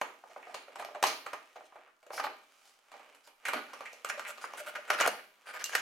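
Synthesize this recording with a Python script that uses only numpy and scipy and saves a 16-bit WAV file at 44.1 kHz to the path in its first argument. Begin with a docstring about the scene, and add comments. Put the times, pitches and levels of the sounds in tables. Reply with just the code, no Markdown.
"""A sharp plastic clack, then uneven knocks and chatter: hands shift a moulded tray of small plastic
figures in a cardboard box, close to the microphones. Each figure hits its pocket and rebounds, ringing
the tray and its own thin parts. Dragged figures stick and slip: scrapes, now and then a groan.
Fingers rustle over the tray. A small, hard-walled room rings after every clack, above a faint hiss."""
import sys
import numpy as np
from scipy import signal
from scipy.fft import rfft, irfft
from scipy.io import wavfile
from scipy.ndimage import uniform_filter1d

SR = 44100
rng = np.random.default_rng(int(sys.argv[2]) if len(sys.argv) > 2 else 0)


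def dump(signal):
    """Clip the signal to [-1, 1] and save it as 16-bit WAV at the path in sys.argv[1]."""
    limited = np.clip(np.atleast_2d(signal).T, -1, 1)
    pcm = np.round(limited * 32767).astype(np.int16)
    wavfile.write(sys.argv[1], SR, pcm)


N = 256220
N_FFT = 4096
FREQS_HZ = np.fft.rfftfreq(N_FFT, 1 / SR)
EVEN_HZ = 893  # a spot ringing here gives about as much thud as clack

# still air and microphone hiss: f/Hz, relative level/dB
HISS_SPECTRUM = [(25, 0), (70, -19), (250, -8.5), (600, -5), (1400, 6), (2200, -14), (5000, -19),
                 (16000, -20)]
# room decay: f/Hz, T60/s
ROOM_DECAY = [(150, 0.62), (500, 0.3869), (1500, 0.3949), (4000, 0.4861), (8000, 0.3), (15000, 0.75)]
# room colour: f/Hz, level/dB
ROOM_SPECTRUM = [(100, -12.5), (250, 6), (600, -3.5), (1100, -4), (2500, 0), (4000, -1), (8000, -2.5),
                 (15000, -8)]
# how openly the struck spot faces the room: t/s, send/dB
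ROOM_SEND = [(0, -0.5), (.55, 1), (.85, -2.5), (1.04, 2), (1.35, -2.5), (2.2, -2), (3, -1.5), (3.5, 0.5),
             (4.4, -1.5), (4.9, 0), (5.03, -4.5), (5.75, -5)]
# echoes off table and box: left delay/s, right delay/s, level/dB
EARLY_ECHOES = [(.0013, .0014, -24.5), (.0029, .0027, -33.5), (.0069, .0072, -15), (0.0105, 0.014, -14)]
# where the hands work: t/s, right minus left/dB
HAND_PAN = [(0, 2), (1.498, 1.5), (2.203, 1), (3.201, 2.5), (4, 1), (4.799, 1), (5.8, 0.4)]
# radiation of thin plastic: f/Hz, level/dB
RADIATION = [(25, -33), (110, -27.5), (200, -21.5), (360, -11.5), (520, -7.5), (900, -0.5), (1400, 0.5),
             (2600, 0), (3900, -7), (7000, -14), (11000, -16.5), (16000, -21)]
# loaded tray's resonances: f/Hz, width/Hz, peak over its dense, damped modes/dB
TRAY_MODES = [(493.6, 45, 5.3), (608, 50, 6.1), (790, 24, 3.6), (1216, 47, 7.4), (1398, 30, 0.83),
              (1582, 46, 1.5), (1877, 35, 3.6), (2292, 200, 2.5), (3025, 140, 0.8), (3960, 17, 1.2),
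              (6780, 2000, 1.9), (8970, 240, 1)]
# edges of the thud, clack and tick bands: f/Hz
BAND_EDGES_HZ = [150, 900, 3500, 16000]
# fingers sliding on the tray: t/s, relative level/dB, hardness (tick over thud plus clack)/dB
FINGER_SLIDE = [(.2, -70.5, -1), (.35, -65, -4), (.75, -62.5, -11.5), (1.45, -65, -5.5), (1.65, -69, -2.5),
                (1.859, -63.5, -18), (1.97, -82, 4), (2.4, -68.5, -4), (2.69, -64.5, 3), (2.8, -73, -1),
                (3.001, -61.5, -10.5), (3.15, -63.5, -9.5), (3.33, -86, 6), (3.45, -57, -12),
                (4, -64, -4.5), (4.85, -56.5, -10), (5.351, -70.5, -3.5), (5.8, -49.5, -12)]
# ring of the rubbed spot: t/s, f/Hz
RUBBED_RING = [(0, 705), (2.2, 800), (2.6, 1470), (5, 1450), (5.6, 1595)]
# figure scraping along its pocket: t/s, length/s, relative level/dB, hardness/dB
SCRAPE_EVENTS = [(0.288, 0.05, -58, -12), (.45, 0.13, -56, -15), (.777, 0.054, -47, -12.5),
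                 (1.644, 0.033, -70, 3), (2.109, 0.12, -49.5, 4), (2.224, 0.055, -43, -9),
                 (2.638, 0.087, -70.5, 10), (3.227, 0.072, -65.5, 1), (3.462, 0.049, -47, -3),
                 (3.548, .061, -43, -13.5), (3.668, 0.085, -58.5, -13), (4.084, 0.029, -41.5, -1.5),
                 (4.262, 0.061, -45, -6), (4.403, 0.069, -50, -4), (4.563, 0.058, -45.5, -5),
                 (4.654, 0.056, -45, -9), (4.748, 0.028, -39.5, -18), (4.868, 0.05, -46, -15),
                 (4.924, 0.033, -34, -14), (4.974, 0.06, -35, -11), (5.024, 0.047, -30.5, -18.5),
                 (5.451, 0.078, -47, -11.5), (5.525, 0.062, -43.5, -13.5), (5.584, 0.053, -45.5, -8.5),
                 (5.707, 0.11, -39.5, -9)]
# tray juddering under a dragged figure: t/s, length/s, relative level/dB
GROAN_EVENTS = [(0.903, 0.043, -57), (0.944, 0.036, -45), (0.977, 0.03, -53.5), (4.137, 0.023, -51),
                (4.173, 0.017, -44), (4.282, 0.037, -58), (4.596, 0.036, -46), (4.662, 0.05, -50.5),
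                (4.775, 0.029, -47.5), (4.902, 0.032, -41.5)]
# a figure's thin parts: f/Hz, peak relative to the blow's tick/dB, T60/s
FIGURE_MODES = [(2862, -7.5, .16), (4260, -11, 0.11), (6500, -13, 0.11), (8160, -6.5, 0.03),
                (8800, -15.5, .05), (12210, -12.5, 0.11)]
# figure hitting its pocket: t/s, relative level over 10 ms/dB, spot ring f/Hz, hardness/dB, chatter/s
KNOCK_EVENTS = [(0.0148, -26.5, 1040, -17, 0.0016), (.238, -47.5, 800, -42, 0.0014),
                (.363, -40.5, 770, -34, 0.0017), (.373, -52, 660, -23, 0.0031),
                (0.429, -50, 2070, -24, 0.0023), (.468, -46, 673, -24, 0.0053),
                (.544, -36.5, 1030, -8, 0.0031), (.679, -47, 605, -24, 0.0067),
                (.757, -41, 1024, -13, 0.0051), (.797, -38.5, 850, -17, 0.0019),
                (0.824, -40.5, 1190, -16.5, 0.0037), (.849, -38.5, 645, -10.5, 0.00083),
                (.888, -43, 655, -51, 0.002), (.948, -37, 760, -21, 0.0045),
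                (1.028, -23.5, 840, -7, 0.0015), (1.039, -19.5, 1110, -11.5, .0013),
                (1.066, -30.5, 990, 4, .0087), (1.263, -35, 1287, -15.5, .004),
                (1.332, -33, 1110, -16.5, 0.0056), (1.418, -79, 1000, -16, 0.0088),
                (1.558, -43, 720, -18, 0.0059), (1.608, -48, 720, -27, 0.0035),
                (1.724, -52.5, 890, -33, 0.0021), (1.757, -46.5, 720, -25, 0.005),
                (1.876, -58.5, 1300, -23, 0.0053), (2.029, -58, 784, -12.5, 0.0027),
                (2.066, -52, 600, -12.5, 0.0017), (2.105, -38.5, 760, -25, .003),
                (2.131, -41, 705, -15, 0.0083), (2.179, -34, 1450, -22, 0.0029),
                (2.198, -29, 1150, -16, .0028), (2.241, -29, 840, -18.5, 0.0028),
                (2.267, -34.5, 1210, -26, 0.004), (2.917, -48.5, 1100, -10.5, 0.0063),
                (2.939, -46, 754, -19, 0.0055), (2.995, -52, 990, -20, 0.0055),
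                (3.148, -61.5, 1080, 0, .004), (3.274, -53.5, 900, -6.5, 0.0029),
                (3.453, -30.5, 2000, -11.5, 0.0058), (3.485, -29, 1400, -13.5, 0.0026),
                (3.533, -27, 1220, -14, .006), (3.547, -39.5, 245, -20, 0.0095),
                (3.733, -41.5, 1110, -10.5, .0055), (3.807, -39, 1033, -17, 0.0062),
                (3.854, -40.5, 2120, -15.5, 0.008), (3.93, -49.5, 587, -4, .0031),
                (4.048, -32.5, 1320, -8.5, 0.0012), (4.099, -29.5, 1600, -20, 0.0025),
                (4.177, -43.5, 1080, -11, 0.0051), (4.195, -35, 1350, -12, 0.003),
                (4.25, -37.5, 2130, -18, 0.009), (4.377, -45.5, 1150, -10, 0.0032),
                (4.441, -34, 1300, -34, .004), (4.535, -40, 1010, -14, 0.0063),
                (4.752, -41, 1190, -11.5, .005), (4.9028, -20.5, 1360, -13.5, .0027),
                (5.002, -24.5, 1680, -11.5, 0.0024), (5.009, -20.3, 1290, -9, 0.0034),
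                (5.021, -29, 2300, -15, .0045), (5.0629, -25, 920, -13.5, 0.00151),
                (5.076, -22, 746, -21, 0.00404), (5.0756, -31.5, 9260, 18, 0.0024),
                (5.188, -46, 1570, -22, 0.0034), (5.611, -42, 1550, -9, .0045),
                (5.642, -31, 6900, 15, 0.0011), (5.659, -40, 2940, 2, .0028),
                (5.693, -40.5, 1684, -8, 0.0049), (5.7518, -21, 1690, -8.5, 0.0025)]


def amp(db):
    """Decibels to amplitude."""
    return 10 ** (np.asarray(db) / 20)


def unit_rms(x):
    """Scales to rms 1."""
    return x / np.sqrt(np.mean(x ** 2) + 1e-20)


def at_hz(table, hz):
    """Table lookup, log-frequency axis."""
    f_hz, value = np.transpose(table)
    return np.interp(np.log(hz + 1), np.log(f_hz + 1), value)


def at_s(table, t_s):
    """Table lookup, time axis."""
    return np.interp(t_s, *np.transpose(table))


def add(mix, t_s, sound):
    """Mixes a sound in at t_s."""
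    part = mix[..., max(0, round(t_s * SR)):][..., :sound.shape[-1]]
    part += sound[..., :part.shape[-1]]


def resonance(hz, width_hz, db):
    """Power spectrum of one mode."""
    return amp(db) ** 2 / (1 + (2 * (FREQS_HZ - hz) / width_hz) ** 2)


def impulse(gain):
    """Minimum-phase response: starts at once, then rings out."""
    log_gain = np.log(np.maximum(np.r_[gain, gain[-2:0:-1]], gain.max() * 1e-5))
    spectrum = np.exp(np.conj(signal.hilbert(log_gain)))
    return irfft(spectrum[:len(gain)])[:N_FFT // 2]


def hiss(level_db=-75, width=0.93):
    """Steady noise of still air and microphones."""
    colour = impulse(amp(at_hz(HISS_SPECTRUM, FREQS_HZ)))
    mid, side = signal.oaconvolve(rng.standard_normal((2, N)), colour[None], axes=1)[:, :N]
    return amp(level_db) * unit_rms(np.array([mid + width * side, mid - width * side]))


def room_tail(build_s=0.0044, coherent_hz=1000):
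    """Diffuse tail, dying band by band; long waves reach both microphones alike."""
    t = np.arange(SR // 2) / SR
    noise = rng.standard_normal((2, len(t))) * (1 - np.exp(-(t / build_s) ** 2))
    hz, frames_s, bins = signal.stft(noise, SR, nperseg=512)
    hz = hz[:, None]
    coherence = 0.17 + 0.73 / (1 + (hz / coherent_hz) ** 4)
    bins[1] = coherence * bins[0] + np.sqrt(1 - coherence ** 2) * bins[1]
    bins *= amp(at_hz(ROOM_SPECTRUM, hz) - 60 * frames_s / at_hz(ROOM_DECAY, hz))
    return signal.istft(bins, SR, nperseg=512)[1] / np.sqrt(0.027 * SR)


def room(send, spans=8):
    """Moving hands excite the room from new places: a fresh tail per time span."""
    out = np.zeros((2, N))
    for span in np.array_split(np.arange(N), spans):
        add(out, span[0] / SR, signal.fftconvolve(send[span][None], room_tail(), axes=1))
    return out


def near_field(x):
    """Direct path plus echoes off table and box."""
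    out = x.copy()
    for left_s, right_s, db in EARLY_ECHOES:
        add(out[0], left_s, x[0] * amp(db))
        add(out[1], right_s, x[1] * amp(db))
    return out


def radiate(mid, side, width=0.35, pole=0.79):
    """Short waves leave the plastic differently to left and right; long waves do not."""
    side = width * signal.lfilter([1, -1], [1, -pole], side)
    return np.array([mid + side, mid - side])


def contacts(count, per_s, spread_db):
    """Tiny impacts of uneven size at random times."""
    hit = rng.random(count) < per_s / SR
    size_db = spread_db * np.minimum(rng.exponential(1, count), 4)
    sign = np.sign(rng.standard_normal(count))
    return unit_rms(hit * amp(size_db) * sign)


def band_levels(db, ring_hz, hard_db, max_thud=0.95, stiffening=4.35):
    """Splits a level three ways: slack spots thud, stiff ones clack, hard edges tick."""
    thud = max_thud / (1 + (ring_hz / EVEN_HZ) ** stiffening)
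    tick = amp(hard_db) ** 2
    return db + 10 * np.log10(np.array([thud, 1 - thud, tick]) / (1 + tick))


def tray_gain():
    """Tray modes, radiated by thin plastic."""
    modes = sum(resonance(*mode) for mode in TRAY_MODES)
    return amp(at_hz(RADIATION, FREQS_HZ)) * np.sqrt(1 + modes)


def figure_power(peak_db, count=4, low_hz=4000, high_hz=13500, q=9):
    """High, damped modes of one figure; no two figures are alike."""
    modes_hz = low_hz * (high_hz / low_hz) ** rng.random(count)
    return 0.5 + sum(resonance(hz, hz / q, peak_db) for hz in modes_hz)


def tray_spot(bands_db, length_s, ring_hz, q, ring_db, figure, force_power=1, bass_hz=328):
    """Impulse response of one spot, with its own ring and share of thud, clack and tick."""
    gain = tray_gain() * np.sqrt(figure + resonance(ring_hz, ring_hz / q, ring_db))
    # a stiffer spot moves the whole tray less and holds its clack further up
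    bass_loss_db = 3 * np.log2(ring_hz / EVEN_HZ + 0.27)
    gain *= amp(-bass_loss_db / (1 + (FREQS_HZ / bass_hz) ** 4))
    reach_hz = np.clip(1.53 * ring_hz, 1300, 2700)
    edges_hz = zip(BAND_EDGES_HZ, BAND_EDGES_HZ[1:])
    bands = np.array([(FREQS_HZ >= low) & (FREQS_HZ < high) for low, high in edges_hz], float)
    for _ in range(3):  # band gains overlap: balance in turns
        power = bands @ (gain ** 2 * force_power) * 2 / (N_FFT * length_s * SR)
        thud, clack, tick = bands_db - 10 * np.log10(power + 1e-20)
        gain *= amp(at_hz([(650, thud), (1200, clack), (reach_hz, clack), (4800, tick)], FREQS_HZ))
    return impulse(gain)


def finger_rustle(spot_hz=1030, taps_per_s=40, taps_db=-3):
    """Fine friction grains under sliding fingers, plus stray light taps of the figures."""
    t = np.arange(N) / SR
    t_s, db, hard_db = np.transpose(FINGER_SLIDE)
    bands_db = band_levels(np.interp(t, t_s, db), np.full(N, spot_hz), np.interp(t, t_s, hard_db))
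    grains = radiate(*(contacts(N, per_s=3000, spread_db=-0.5) for _ in range(2)))
    taps = amp(taps_db) * contacts(N, taps_per_s, spread_db=0.5)
    rustle = signal.oaconvolve(grains + taps, impulse(tray_gain())[None], axes=1)[:, :N]
    out = np.zeros((2, N))
    for low_hz, high_hz, level_db in zip(BAND_EDGES_HZ, BAND_EDGES_HZ[1:], bands_db):
        bandpass = signal.butter(2, (low_hz, high_hz), "bandpass", fs=SR, output="sos")
        out += amp(level_db) * unit_rms(signal.sosfiltfilt(bandpass, rustle))
    return out


def scrapes(q=12, ring_db=10):
    """Plastic sticks and slips in fine grains that keep the rubbed spot ringing."""
    out = np.zeros((2, N))
    for t_s, length_s, db, hard_db in SCRAPE_EVENTS:
        count = int(length_s * SR)
        grains = radiate(*(contacts(SR // 4, per_s=3000, spread_db=2.5) for _ in range(2)))
        force = grains[:, :count] * signal.windows.tukey(count, 0.64)
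        force /= np.linalg.norm(force.mean(0)) + 1e-12
        ring_hz = at_s(RUBBED_RING, t_s)
        bands_db = band_levels(db, ring_hz, hard_db)
        spot = tray_spot(bands_db, length_s, ring_hz, q, ring_db, figure_power(peak_db=7))
        add(out, t_s, signal.fftconvolve(force, spot[None], axes=1))
    return out


def swing(count, hz, q):
    """A swinging part; brushing its pocket blurs the pitch."""
    drift_rad = np.cumsum(rng.standard_normal(count)) * np.sqrt(2 * np.pi * hz / q / SR)
    return np.sin(2 * np.pi * hz * np.arange(count) / SR + uniform_filter1d(drift_rad, size=12))


def groans(hz=600, q=34):
    """A dragged figure's slips lock to a low tray resonance."""
    out = np.zeros(N)
    for t_s, length_s, db in GROAN_EVENTS:
        judder = swing(SR // 8, hz, q)[:int(length_s * SR)]
        judder *= signal.windows.tukey(len(judder), 0.8)
        tone = signal.fftconvolve(judder, impulse(tray_gain()))
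        add(out, t_s, amp(db) * tone * np.sqrt(length_s * SR) / np.linalg.norm(tone))
    return out


def figure_rings(send_db=-4, q=200, detune=0.02, scatter_db=2):
    """Each blow sets a figure's thin parts swinging. Returns near sound, room send."""
    near, send = np.zeros((2, N))
    t = np.arange(SR // 6) / SR
    for t_s, db, ring_hz, hard_db, _ in KNOCK_EVENTS:
        tick_db = band_levels(db, ring_hz, hard_db)[2]
        tuning = np.exp(detune * rng.standard_normal())
        for mode_hz, mode_db, t60_s in FIGURE_MODES:
            hz = mode_hz * tuning
            peak_db = tick_db + mode_db + scatter_db * rng.standard_normal()
            attack = 1 - np.exp(-t * hz / 2)
            ring = amp(peak_db - 60 * t / t60_s) * attack * swing(len(t), hz, q)
            add(near, t_s, ring)
            add(send, t_s, ring * amp(send_db + at_s(ROOM_SEND, t_s)))
    return near, send


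def knock_force(chatter_s, scuff_samples, scuff_db=-3, ref_chatter_s=0.0021):
    """An edge scuffs, the figure lands, rebounds die away. Returns mid, side."""
    t = np.arange(N_FFT // 2) / SR
    settle = np.exp(-t / (1.74 * chatter_s)) * (1 - np.exp(-t / (0.096 * chatter_s)))
    rebounds = np.array([contacts(len(t), per_s=4000, spread_db=5.5) * settle for _ in range(2)])
    force = signal.lfilter([1], [1, -0.51], rebounds)  # gentler contacts are duller
    force /= np.linalg.norm(force, axis=1, keepdims=True) + 1e-12
    force *= chatter_s / ref_chatter_s
    force[0, 0] += 0.83  # first blow
    force[1, 1] += 0.4
    scuff = rng.standard_normal((2, scuff_samples)) / np.sqrt(scuff_samples)
    scuff *= amp(scuff_db) * np.linspace(0, 1, scuff_samples)
    return np.hstack([scuff, force])


def knocks(length_s=0.01, near_ring_db=9, send_ring_db=6, scuff_samples=110, send_highpass_hz=260):
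    """Figures hit their pockets and chatter to rest, ringing the tray. Returns near sound, room send."""
    near, send = np.zeros((2, N)), np.zeros(N)
    for t_s, db, ring_hz, hard_db, chatter_s in KNOCK_EVENTS:
        bands_db = band_levels(db, ring_hz, hard_db)
        mid, side = knock_force(chatter_s, scuff_samples)
        force_power = abs(rfft(mid, N_FFT)) ** 2
        figure = figure_power(peak_db=5)
        q = 2.56 * (1 + ring_hz / 3500)  # small, high parts ring for more cycles
        spot = tray_spot(bands_db, length_s, ring_hz, q, near_ring_db, figure, force_power)
        add(near, t_s - scuff_samples / SR, signal.fftconvolve(radiate(mid, side), spot[None], axes=1))
        # the room sums all directions, evening out the chatter's notches
        diffuse = tray_spot(bands_db, length_s, ring_hz, q, send_ring_db, figure)
        send_db = at_s(ROOM_SEND, t_s) - 0.18 * (db + 39)  # louder knocks sound drier
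        add(send, t_s + chatter_s / 2, diffuse * amp(send_db))
    # the thin tray throws little bass into the room
    highpass = signal.butter(1, send_highpass_hz, "highpass", fs=SR, output="sos")
    return near, signal.sosfilt(highpass, send)


def scene(knock_db=-2.5, rub_db=-1, rub_send_db=-3):
    """Knocks, rings and rubbing, slightly right, direct and through the room, over hiss."""
    knock_near, knock_send = knocks()
    ring_near, ring_send = figure_rings()
    rub = amp(rub_db) * (scrapes() + groans() + finger_rustle())
    near = near_field(amp(knock_db) * knock_near + ring_near + rub)
    reverb = room(knock_send + ring_send + amp(rub_send_db) * rub.mean(0))
    pan_db = at_s(HAND_PAN, np.arange(N) / SR)
    return (near + reverb) * amp([-pan_db / 2, pan_db / 2]) + hiss()


def record(dry):
    """Band limit: low-pass at 16250 Hz."""
    lowpass = signal.firwin(511, 16250, window=("kaiser", 9), fs=SR)
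    return signal.oaconvolve(dry, lowpass[None], "same")


dry = scene()
out = record(dry)
dump(out)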